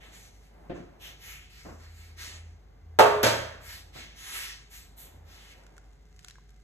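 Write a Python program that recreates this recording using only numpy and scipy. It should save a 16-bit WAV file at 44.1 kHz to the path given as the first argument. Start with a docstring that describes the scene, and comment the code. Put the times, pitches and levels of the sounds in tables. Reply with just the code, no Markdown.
"""A live, hard-walled kitchen heard from above a mixing bowl, over faint room noise, mains hum and a whirr.
From the start hands are wiped on a cloth across the room: strokes of coloured noise follow the hand's speed.
Soft thuds of decaying noise and a judder of repeated wooden knocks come next, then a low sine drone swells.
A cupboard door bangs as noise bursts, rings as decaying modes and snaps shut with a click of its catch.
Last, a hand returns near the microphone: small ticks, each a short note under a noise crack, and crackle."""
import sys
import numpy as np
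from scipy import signal
from scipy.fft import rfft, irfft, next_fast_len
from scipy.io import wavfile
from scipy.ndimage import uniform_filter1d, map_coordinates

SR = 44100
rng = np.random.default_rng(int(sys.argv[2]) if len(sys.argv) > 2 else 0)


def bounce(signal):
    """Save signal as a 16-bit WAV file at the path given by the first command-line argument."""
    frames = np.transpose(np.atleast_2d(signal))
    limited = np.clip(frames, -1, 1)
    pcm = np.round(limited * 32767).astype(np.int16)
    wavfile.write(sys.argv[1], SR, pcm)


N = 292383

# How the room holds sound. Each row: frequency in Hz, time to fall 60 dB in seconds.
ROOM_DECAY = [(100, 0.79), (300, 0.56), (700, 0.65), (2000, 0.71), (5000, .57), (13000, .43)]
# The two microphone ports. Each row: frequency in Hz, likeness from 0 to 1, left's phase lead in radians.
MIC_PORTS = [(60, 1, 0.5), (249, 0.92, 0.83), (550, 0.01, 0.32), (960, 0, 0), (1675, 0.7, 1), (2656, .3, 3),
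             (3540, 0.3, 2), (4210, 0.6, 2), (7450, 1, 7.5), (9730, 1, 2.5), (12980, 0.8, 21.5),
             (14700, .7, 4.5)]
# Colour of the room noise. Each row: frequency in Hz, relative level in dB per Hz.
AIR_COLOUR = [(20, -41.5), (36, -8), (62, 2), (100, -5.5), (155, -8.5), (250, -17.5), (420, -18.5),
              (580, -26.5), (1000, -28), (2100, -30), (2600, -33.5), (6500, -37.5), (9000, -53.5),
              (14000, -44.5)]
# Resonances of an appliance's faint whirr. Each row: frequency in Hz, width in Hz, relative level in dB.
WHIRR_MODES = [(151, 12, -2), (420, 34, -10.5), (737, 49, -13), (1590, 93, -21), (2070, 140, -20)]
# Colour of the wiped cloth. Each row: frequency in Hz, relative level in dB per Hz.
CLOTH_COLOUR = [(150, -23.5), (400, -15), (700, -13), (1100, -7), (1500, -4.5), (2000, -2), (2600, -2),
                (3400, -3), (5000, -6.5), (7000, -5), (9000, -15), (12500, -8), (14000, -15.5)]
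# Strokes of the cloth. Each row: start in seconds, speeding up in seconds, slowing down in seconds,
# rub level in dB before trim and lingering, hiss over the rub in dB, fine top over the hiss in dB,
# hollow of the hand in Hz.
CLOTH_STROKES = [(0, 0.0057, 0.16, -59, -6.5, 0, 1970), (.11, 0.013, 0.16, -55.5, -1, -2.5, 1980),
                 (.3, 0.069, .16, -70, -3, 1, 1980), (.73, 0.022, 0.034, -61, -3, -13, 1800),
                 (0.989, 0.044, 0.059, -48, -4, 1.5, 1700), (1.18, 0.1, 0.091, -50, -2, .5, 2050),
                 (1.489, 0.013, 0.3, -59, -3.5, 0.5, 2700), (1.778, 0.01, 0.15, -56.5, -9.5, -4, 1590),
                 (1.88, .13, .1, -57.5, -2, -3, 2400), (2.158, 0.048, 0.082, -44.5, -0.5, -6, 1930),
                 (3.59, 0.1, 0.1, -49.5, -2.5, 1.5, 1830), (3.919, 0.049, 0.047, -45, -7.5, -1.5, 1930),
                 (4.14, 0.082, 0.089, -48.5, -1.5, 1, 1870), (4.21, 0.16, 0.089, -40, -3, 1.5, 1880),
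                 (4.689, 0.053, 0.066, -52.5, 0.5, 3.5, 2010), (4.96, 0.023, 0.093, -57, 1, 9.5, 2104),
                 (5.23, 0.086, 0.29, -56, -6.5, 0, 1830)]
# Shifts of clothes and feet. Each row: middle in seconds, half length in seconds, level in dB.
SHIFTS = [(.05, 0.29, -59.5), (.64, 0.082, -55.5), (1.05, 0.19, -59.5), (2.3, 0.17, -61),
          (2.85, 0.43, -66.5), (3.8, .5, -64), (5.15, 0.26, -61), (5.62, 0.26, -62)]
# Colour of those shifts. Each row: frequency in Hz, relative level in dB per Hz.
SHIFT_COLOUR = [(80, -13.5), (200, -0.5), (450, -0.5), (800, 0), (1300, -10), (2200, -15.5), (4000, -31.5)]
# Soft thuds. Each row: start in seconds, level in dB before trim, brightness from 0 to 1.
THUD_HITS = [(.694, -39.5, 0.18), (.745, -47, 0.57), (.763, -48, 0.27), (.79, -51, 0.13), (1.649, -48.5, 1),
             (1.68, -49, 0.87), (3.95, -51, 1)]
# Colour of a thud's boom and the judder's room. 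Each row: frequency in Hz, relative level in dB per Hz.
BOOM_COLOUR = [(50, -30), (90, -1), (190, -1), (340, 6), (460, -6), (700, -5), (950, -35), (1700, -16),
               (3400, -27.5), (5000, -39), (12000, -71)]
# Colour of a thud's scuff. Each row: frequency in Hz, relative level in dB per Hz.
SCUFF_COLOUR = [(76, -15), (130, 1.5), (490, -1.5), (680, -0.5), (839, -7), (1080, -6.5), (3000, -23),
                (3900, -68), (6600, -120)]
# Resonances of the juddering wood. Each row: frequency in Hz, relative level in dB.
WOOD_MODES = [(185, -17.5), (345, -5.5), (560, -1.5)]
# Swells of the low drone. Each row: start in seconds, length in seconds, level in dB before trim.
DRONE_SWELLS = [(1.202, .3, -58), (1.61, 0.71, -48.5), (2.267, 0.34, -45), (2.79, 0.33, -45),
                (3.04, 0.57, -48.5), (3.557, .55, -55.5), (5.054, 0.33, -50.5)]
# The door panel meets its frame. Each row: time in seconds, level in dB before trim.
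FRAME_BANGS = [(2.988, -8), (2.9928, -10), (3.0031, -13)]
# Colour of a bang. Each row: frequency in Hz, relative level in dB per Hz.
BANG_COLOUR = [(40, -46), (110, -18), (220, -18.5), (330, -11.5), (480, -0.5), (650, 0.5), (900, -3.5),
               (1200, -6.5), (1600, -12), (2200, -16.5), (3200, -20), (6000, -28), (9000, -34),
               (14000, -34)]
# The catch goes home. Each row: time in seconds, level in dB before trim.
CATCH_SNAPS = [(3.2303, -23.5), (3.235, -23), (3.263, -24.5)]
# Colour of a snap. Each row: frequency in Hz, relative level in dB per Hz.
SNAP_COLOUR = [(40, -40.5), (110, -12.5), (220, -9.5), (350, -7), (560, 2), (760, -8), (1100, -7.5),
               (1700, -6.5), (2500, -12), (4000, -12.5), (6300, -15), (9000, -24.5), (12500, -22),
               (14000, -31.5)]
# Ringing modes of the door panel. Each row: frequency in Hz, level in dB relative to the bang's row,
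# level in dB relative to the snap's row, free time to fall 60 dB in seconds.
PANEL_MODES = [(113, -23, -4, 0.64), (419.2, -12.5, -18, 2), (533, -9.5, -2, 0.45),
               (573, -19.5, -11.5, 1.2), (614, -17, -7, 0.94), (657.4, -12.5, -7.5, 0.71),
               (800, -18.5, -24.5, 0.28), (872, 0.5, -4, 0.21), (917, -11.5, -6, 0.59),
               (1194, -19.5, -23, 1.1), (1120, -17.5, -28, 0.84), (1247, -12, -21.5, 0.12),
               (1268, -18, -16, .45), (1595, -17, -15, 0.58), (1920, -23, -21, 0.22),
               (2380, -28.5, -11, 0.42), (2660, -25, -17, 0.58), (3252, -31, -12.5, 0.65),
               (3720, -36, -22.5, 0.415)]
# Colour of the catch's own click. Each row: frequency in Hz, relative level in dB per Hz.
CLICK_COLOUR = [(500, -18), (1500, -2), (3000, 1.5), (6000, -2), (9000, -16), (12500, 10), (14000, 1)]
# Near ticks. Each row: start in seconds, overall level in dB, body note in Hz, crispness in dB.
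NEAR_TICKS = [(5.636, -45.5, 1457, -7.5), (5.666, -42, 1457, -5), (5.767, -46, 1600, -5),
              (5.78, -34.5, 1440, -8.5), (6.163, -55, 1550, 3.5), (6.192, -51, 1650, 9.5),
              (6.2463, -35, 1440, 0), (6.284, -40, 1400, 7), (6.299, -52.5, 3000, 10),
              (6.309, -37.5, 3960, -4), (6.356, -37, 1620, -17), (6.384, -36.5, 1035, -24),
              (6.493, -55, 1617, 1), (6.506, -56, 11560, 2)]
# Colour of the ticks and crackle. Each row: frequency in Hz, relative level in dB per Hz.
TICK_COLOUR = [(700, -21), (1400, 0), (4000, -1.5), (5000, -1), (6800, 0.5), (9000, -8.5), (14000, -16)]


def amp(db):
    """Decibels to gain."""
    return 10 ** (np.asarray(db) / 20)


def unit(x):
    """Scaled to rms 1."""
    return x / np.sqrt(np.mean(x ** 2) + 1e-20)


def along(points, hz):
    """Read a curve of (Hz, value) points on a log frequency axis."""
    f, v = np.transpose(points)
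    return np.interp(np.log(hz + 1), np.log(f + 1), v)


def wobble(rate):
    """A smooth random curve with rate knots a second."""
    coarse = np.arange(0, N + 32, 32)
    knots = rng.standard_normal(int(N * rate / SR) + 4)
    curve = map_coordinates(knots, [coarse * rate / SR])
    return np.interp(np.arange(N), coarse, curve)


def filtered(x, response):
    """Shape a sound's spectrum by a response of frequency."""
    n = x.shape[-1]
    m = next_fast_len(n + SR // 4)
    return irfft(rfft(x, m) * response(np.fft.rfftfreq(m, 1 / SR)), m)[..., :n]


def add(track, s, sound):
    """Mix a sound in at s seconds."""
    part = track[:, round(s * SR):][:, :sound.shape[-1]]
    part += sound[..., :part.shape[1]]


def ports(hz):
    """How alike a diffuse sound is at the two ports, and its phase between them."""
    f, alike, lead = np.transpose(MIC_PORTS)
    return np.clip(np.interp(hz, f, alike), 0, 1), np.interp(hz, f, lead)


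def diffuse(spectrum, size):
    """Coloured stereo noise of rms 1, as the room delivers it to the two ports."""
    m = next_fast_len(size)
    hz = np.fft.rfftfreq(m, 1 / SR)
    alike, lead = ports(hz)
    coloured = rfft(rng.standard_normal((2, m))) * amp(along(spectrum, hz))
    # a shared part and an opposed part set the likeness of left and right
    shared, opposed = coloured * np.sqrt([1 + alike, 1 - alike])
    turn = np.exp(.5j * np.array([lead, -lead]))
    return unit(irfft(np.array([shared + opposed, shared - opposed]) * turn, m)[:, :size])


def blow(spectrum, early_db, early_t60, attack):
    """A distant blow: noise decaying at the room's rate for each pitch, with a faster early burst on top."""
    t = np.arange(SR) / SR
    hz, age, z = signal.stft(diffuse(spectrum, size=len(t)), SR, nperseg=512)
    decay = amp(-60 * age / along(ROOM_DECAY, hz)[:, None])
    tail = signal.istft(z * decay, SR, nperseg=512)[1][:, :len(t)]
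    early = amp(early_db - 60 * t / early_t60)
    return tail * (1 + early) * (1 - np.exp(-t / attack))


def swells(rows):
    """Gain of bell-shaped swells, from rows of (middle s, half length s, dB)."""
    t = np.arange(N) / SR
    return np.sqrt(sum(amp(db) ** 2 / (1 + ((t - s) / half) ** 2) ** 2 for s, half, db in rows))


def room_noise(air_db=-59):
    """Steady coloured air noise whose level drifts slightly."""
    return amp(air_db + .7 * wobble(1.5)) * diffuse(AIR_COLOUR, size=N)


def mains_hum(mains_db=-56, mains_hz=50):
    """A mains-frequency sine, a little unsteady in level and phase."""
    t = np.arange(N) / SR
    tone = np.sin(2 * np.pi * mains_hz * t + 0.26 * wobble(3))
    return np.sqrt(2) * amp(mains_db + 0.76 * wobble(4.1)) * tone  # sqrt(2) makes the level an rms


def appliance_whirr(whirr_db=-71):
    """Noise through narrow resonances gives an appliance's faint whirr."""
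    def casing(f):
        return sum(amp(db) / (1 + ((f - hz) / width * 2) ** 2) for hz, width, db in WHIRR_MODES)
    return amp(whirr_db) * unit(filtered(rng.standard_normal(N), casing))


def walls(x, wall_db=-15, count=8):
    """Near surfaces add weak delayed copies that comb the sound."""
    delays = rng.uniform(.001, 0.013, count)  # s
    return filtered(x, lambda hz: 1 + amp(wall_db) * sum(np.exp(-2j * np.pi * hz * d) for d in delays))


def patchy(x, depth_db, hollow_db=3, width_octaves=0.27, size=(14, 30)):
    """The colour drifts as folds come into play and the resonant hollow of the cupped hand changes."""
    hz, s, z = signal.stft(x, SR, nperseg=512)
    field = rng.standard_normal(z.shape[1:])
    for axis in (0, 0, 1, 1):  # smooth twice over pitch, twice over time
        field = uniform_filter1d(field, size[axis], axis)
    start, rise, *_, hollow_hz = np.transpose(CLOTH_STROKES)
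    centre = np.interp(s, start + rise, hollow_hz)
    octaves = np.log2((hz[:, None] + 1) / centre)
    hollow = hollow_db * np.exp(-(octaves / width_octaves) ** 2)
    return signal.istft(z * amp(depth_db * unit(field) + hollow), nperseg=512)[1][:, :N]


def hump(start, rise, fall):
    """Hand speed: from rest smoothly up to 1 and back to rest."""
    ramp = np.interp(np.arange(N) / SR, start + np.cumsum([0, rise, fall]), [0, 1, 0])
    return np.sin(np.pi / 2 * ramp)


def lingering(power, t60):
    """Power as the room holds it and lets it die away."""
    keep = np.exp(-np.log(10 ** 6) / (t60 * SR))
    return signal.lfilter([1 - keep], [1, -keep], power)


def stroke_gains(speed_law=2.15, rub_t60=0.56, hiss_t60=.52, sheen_t60=0.3):
    """Friction power of rub, hiss and fine top goes as a power of hand speed, then lingers in the room."""
    power = np.zeros((3, N))
    for start, rise, fall, db, hiss_db, top_db, _ in CLOTH_STROKES:
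        levels = amp(np.cumsum([db, hiss_db, top_db]))[:, None]  # each stated over the one before
        power += levels ** 2 * hump(start, rise, fall) ** speed_law
    return [np.sqrt(lingering(p, t60)) for p, t60 in zip(power, (rub_t60, hiss_t60, sheen_t60))]


def below(x, edge):
    """The part of a sound under an edge in Hz."""
    return filtered(x, lambda hz: 1 / (1 + (hz / edge) ** 8))


def cloth(rub_db=3, hiss_db=3, split_hz=5000, sheen_hz=10000, grain_db=0.16, surge_db=0.95):
    """Fibres rub, hiss and shed a fine top under each stroke, in three bands that swell with the hand."""
    rub, hiss, sheen = stroke_gains()
    fibres = patchy(walls(diffuse(CLOTH_COLOUR, size=N)), depth_db=2.22)
    low, soft = below(fibres, split_hz), below(fibres, sheen_hz)
    high = (hiss * (soft - low) + sheen * (fibres - soft)) / np.std(fibres - low)
    texture = amp(grain_db * wobble(120) + surge_db * wobble(25))
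    return (amp(rub_db) * rub * unit(low) + amp(hiss_db) * high) * texture


def shuffle():
    """Clothes and feet shift dully: soft noise under bell-shaped, fluttering swells."""
    return amp(wobble(25)) * swells(SHIFTS) * diffuse(SHIFT_COLOUR, size=N)


def thuds(boom_db=-3, scuff_db=2):
    """Padded knocks: the dull ones boom, the bright ones scuff."""
    out = np.zeros((2, N))
    for s, db, bright in THUD_HITS:
        boom = amp(boom_db) * blow(BOOM_COLOUR, early_db=10.5, early_t60=0.17, attack=0.0035)
        scuff = amp(scuff_db) * blow(SCUFF_COLOUR, early_db=3, early_t60=0.11, attack=0.0069)
        add(out, s, amp(db) * ((1 - bright) * boom + bright * scuff))
    return out


def judder(start=.6995, slip_hz=176, db=-31, slip_t60=0.02, room_db=-16, count=5):
    """Something wooden sticks and slips a few times as it is nudged, each slip a short resonant knock."""
    out, t = np.zeros((2, N)), np.arange(SR) / SR
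    knock = sum(amp(level - 60 * t / slip_t60) * np.sin(2 * np.pi * hz * t) for hz, level in WOOD_MODES)
    slip = knock + amp(room_db) * blow(BOOM_COLOUR, early_db=-4, early_t60=0.091, attack=0.0023)
    for k in range(count):
        add(out, start + k / slip_hz, amp(db) * slip)
    return out


def drone_gain(fade_s=0.11):
    """Every swell of the drone fades in, holds if long enough, and fades out."""
    t = np.arange(N) / SR
    return sum(amp(db) * np.clip(np.minimum(t - s, s + length - t) / fade_s, 0, 1)
               for s, length, db in DRONE_SWELLS)


def drone(drone_hz=82, drone_db=-1):
    """A low sine, wandering a little in phase, that swells and fades."""
    t = np.arange(N) / SR
    tone = np.sin(2 * np.pi * drone_hz * t + .2 * wobble(6))
    return np.sqrt(2) * amp(drone_db) * drone_gain() * tone


def ring(hz, db, t60, waver=0.11):
    """One decaying mode; reflections make it waver a little, differently at each port."""
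    t = np.arange(SR) / SR
    knots = rng.standard_normal((2, 2, 31))
    swell, drift = [np.array([np.interp(t, np.linspace(0, 1, len(k)), k) for k in pair]) for pair in knots]
    phase = 2 * np.pi * (hz * t + rng.random()) + 2 * waver * drift
    return amp(db - 60 * t / t60) * (1 + waver * swell) * np.sin(phase) * (1 - np.exp(-t / 0.0017))


def door(bang_db=-8, snap_db=0, ring_db=0, damped_t60=0.3, held_t60=0.69):
    """The panel bangs and chatters, rings freely, and is damped as the catch snaps home."""
    out, free = np.zeros((2, N)), np.zeros((2, N))
    for s, db in FRAME_BANGS:
        add(out, s, amp(db + bang_db) * blow(BANG_COLOUR, early_db=0, early_t60=0.13, attack=0.00042))
    for s, db in CATCH_SNAPS:
        add(out, s, amp(db + snap_db) * blow(SNAP_COLOUR, early_db=-2.5, early_t60=0.15, attack=0.0017))
    (first, first_db), (shut, shut_db) = FRAME_BANGS[1], CATCH_SNAPS[1]
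    add(free, first, sum(ring(hz, first_db + ring_db + db, t60) for hz, db, _, t60 in PANEL_MODES))
    # the closed catch shortens the longest rings
    add(out, shut, sum(ring(hz, shut_db + ring_db + db, min(t60, held_t60)) for hz, _, db, t60 in PANEL_MODES))
    since_shut = np.maximum(np.arange(N) / SR - shut, 0)
    out += free * amp(-60 * since_shut / damped_t60)
    return out * amp([[-.7], [.7]])  # a little to the right


def catch(click_db=-23, click_t60=.045):
    """The hard click of the catch arrives straight: a decaying noise burst with no room tail."""
    out, t = np.zeros((2, N)), np.arange(SR // 10) / SR
    add(out, CATCH_SNAPS[0][0], amp(click_db - 60 * t / click_t60) * diffuse(CLICK_COLOUR, size=len(t)))
    return out


def crinkle(spiky_db=4.5, crackle_db=-31.5, spread_s=.04, floor_db=-75):
    """Fine spiky crackle from the first tick onward, thickening around each tick."""
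    near = amp(floor_db) * (np.arange(N) / SR > NEAR_TICKS[0][0])
    around = swells([(s, spread_s, db + crisp_db + crackle_db) for s, db, _, crisp_db in NEAR_TICKS])
    return np.hypot(near, around) * unit(diffuse(TICK_COLOUR, size=N) * amp(spiky_db * wobble(400)))


def ticks(body_t60=0.02, crack_t60=0.017, room_db=-14):
    """Small close contacts: a crisp crack over a short hollow note, with fine crackle and a little room."""
    out, t = np.zeros((2, N)), np.arange(SR // 10) / SR
    for s, db, hz, crisp_db in NEAR_TICKS:
        body = amp(-10.5 - 60 * t / body_t60) * np.sin(2 * np.pi * hz * t)
        crack = amp(crisp_db - 4.5 - 60 * t / crack_t60) * diffuse(TICK_COLOUR, size=len(t))
        add(out, s, amp(db) * (body + crack))
    tail = blow(TICK_COLOUR, early_db=-13, early_t60=0.046, attack=0.0038)
    room = signal.fftconvolve(out, tail / np.linalg.norm(tail[0]), axes=1)[:, :N]
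    return out + amp(room_db) * room + crinkle()


def scene():
    """Everything in the kitchen, summed."""
    background = room_noise() + mains_hum() + appliance_whirr() + drone()
    hands = cloth() + shuffle() + ticks()
    knocks = thuds() + judder() + door() + catch()
    return background + hands + knocks


def record(dry, ceiling=.95, top_hz=14300):
    """The recorder rounds off the highest peaks and cuts steeply above its band limit."""
    rounded = dry / (1 + np.abs(dry / ceiling) ** 6) ** (1 / 6)
    return filtered(rounded, lambda hz: 1 / (1 + (hz / top_hz) ** 90))


dry = scene()
out = record(dry)
bounce(out)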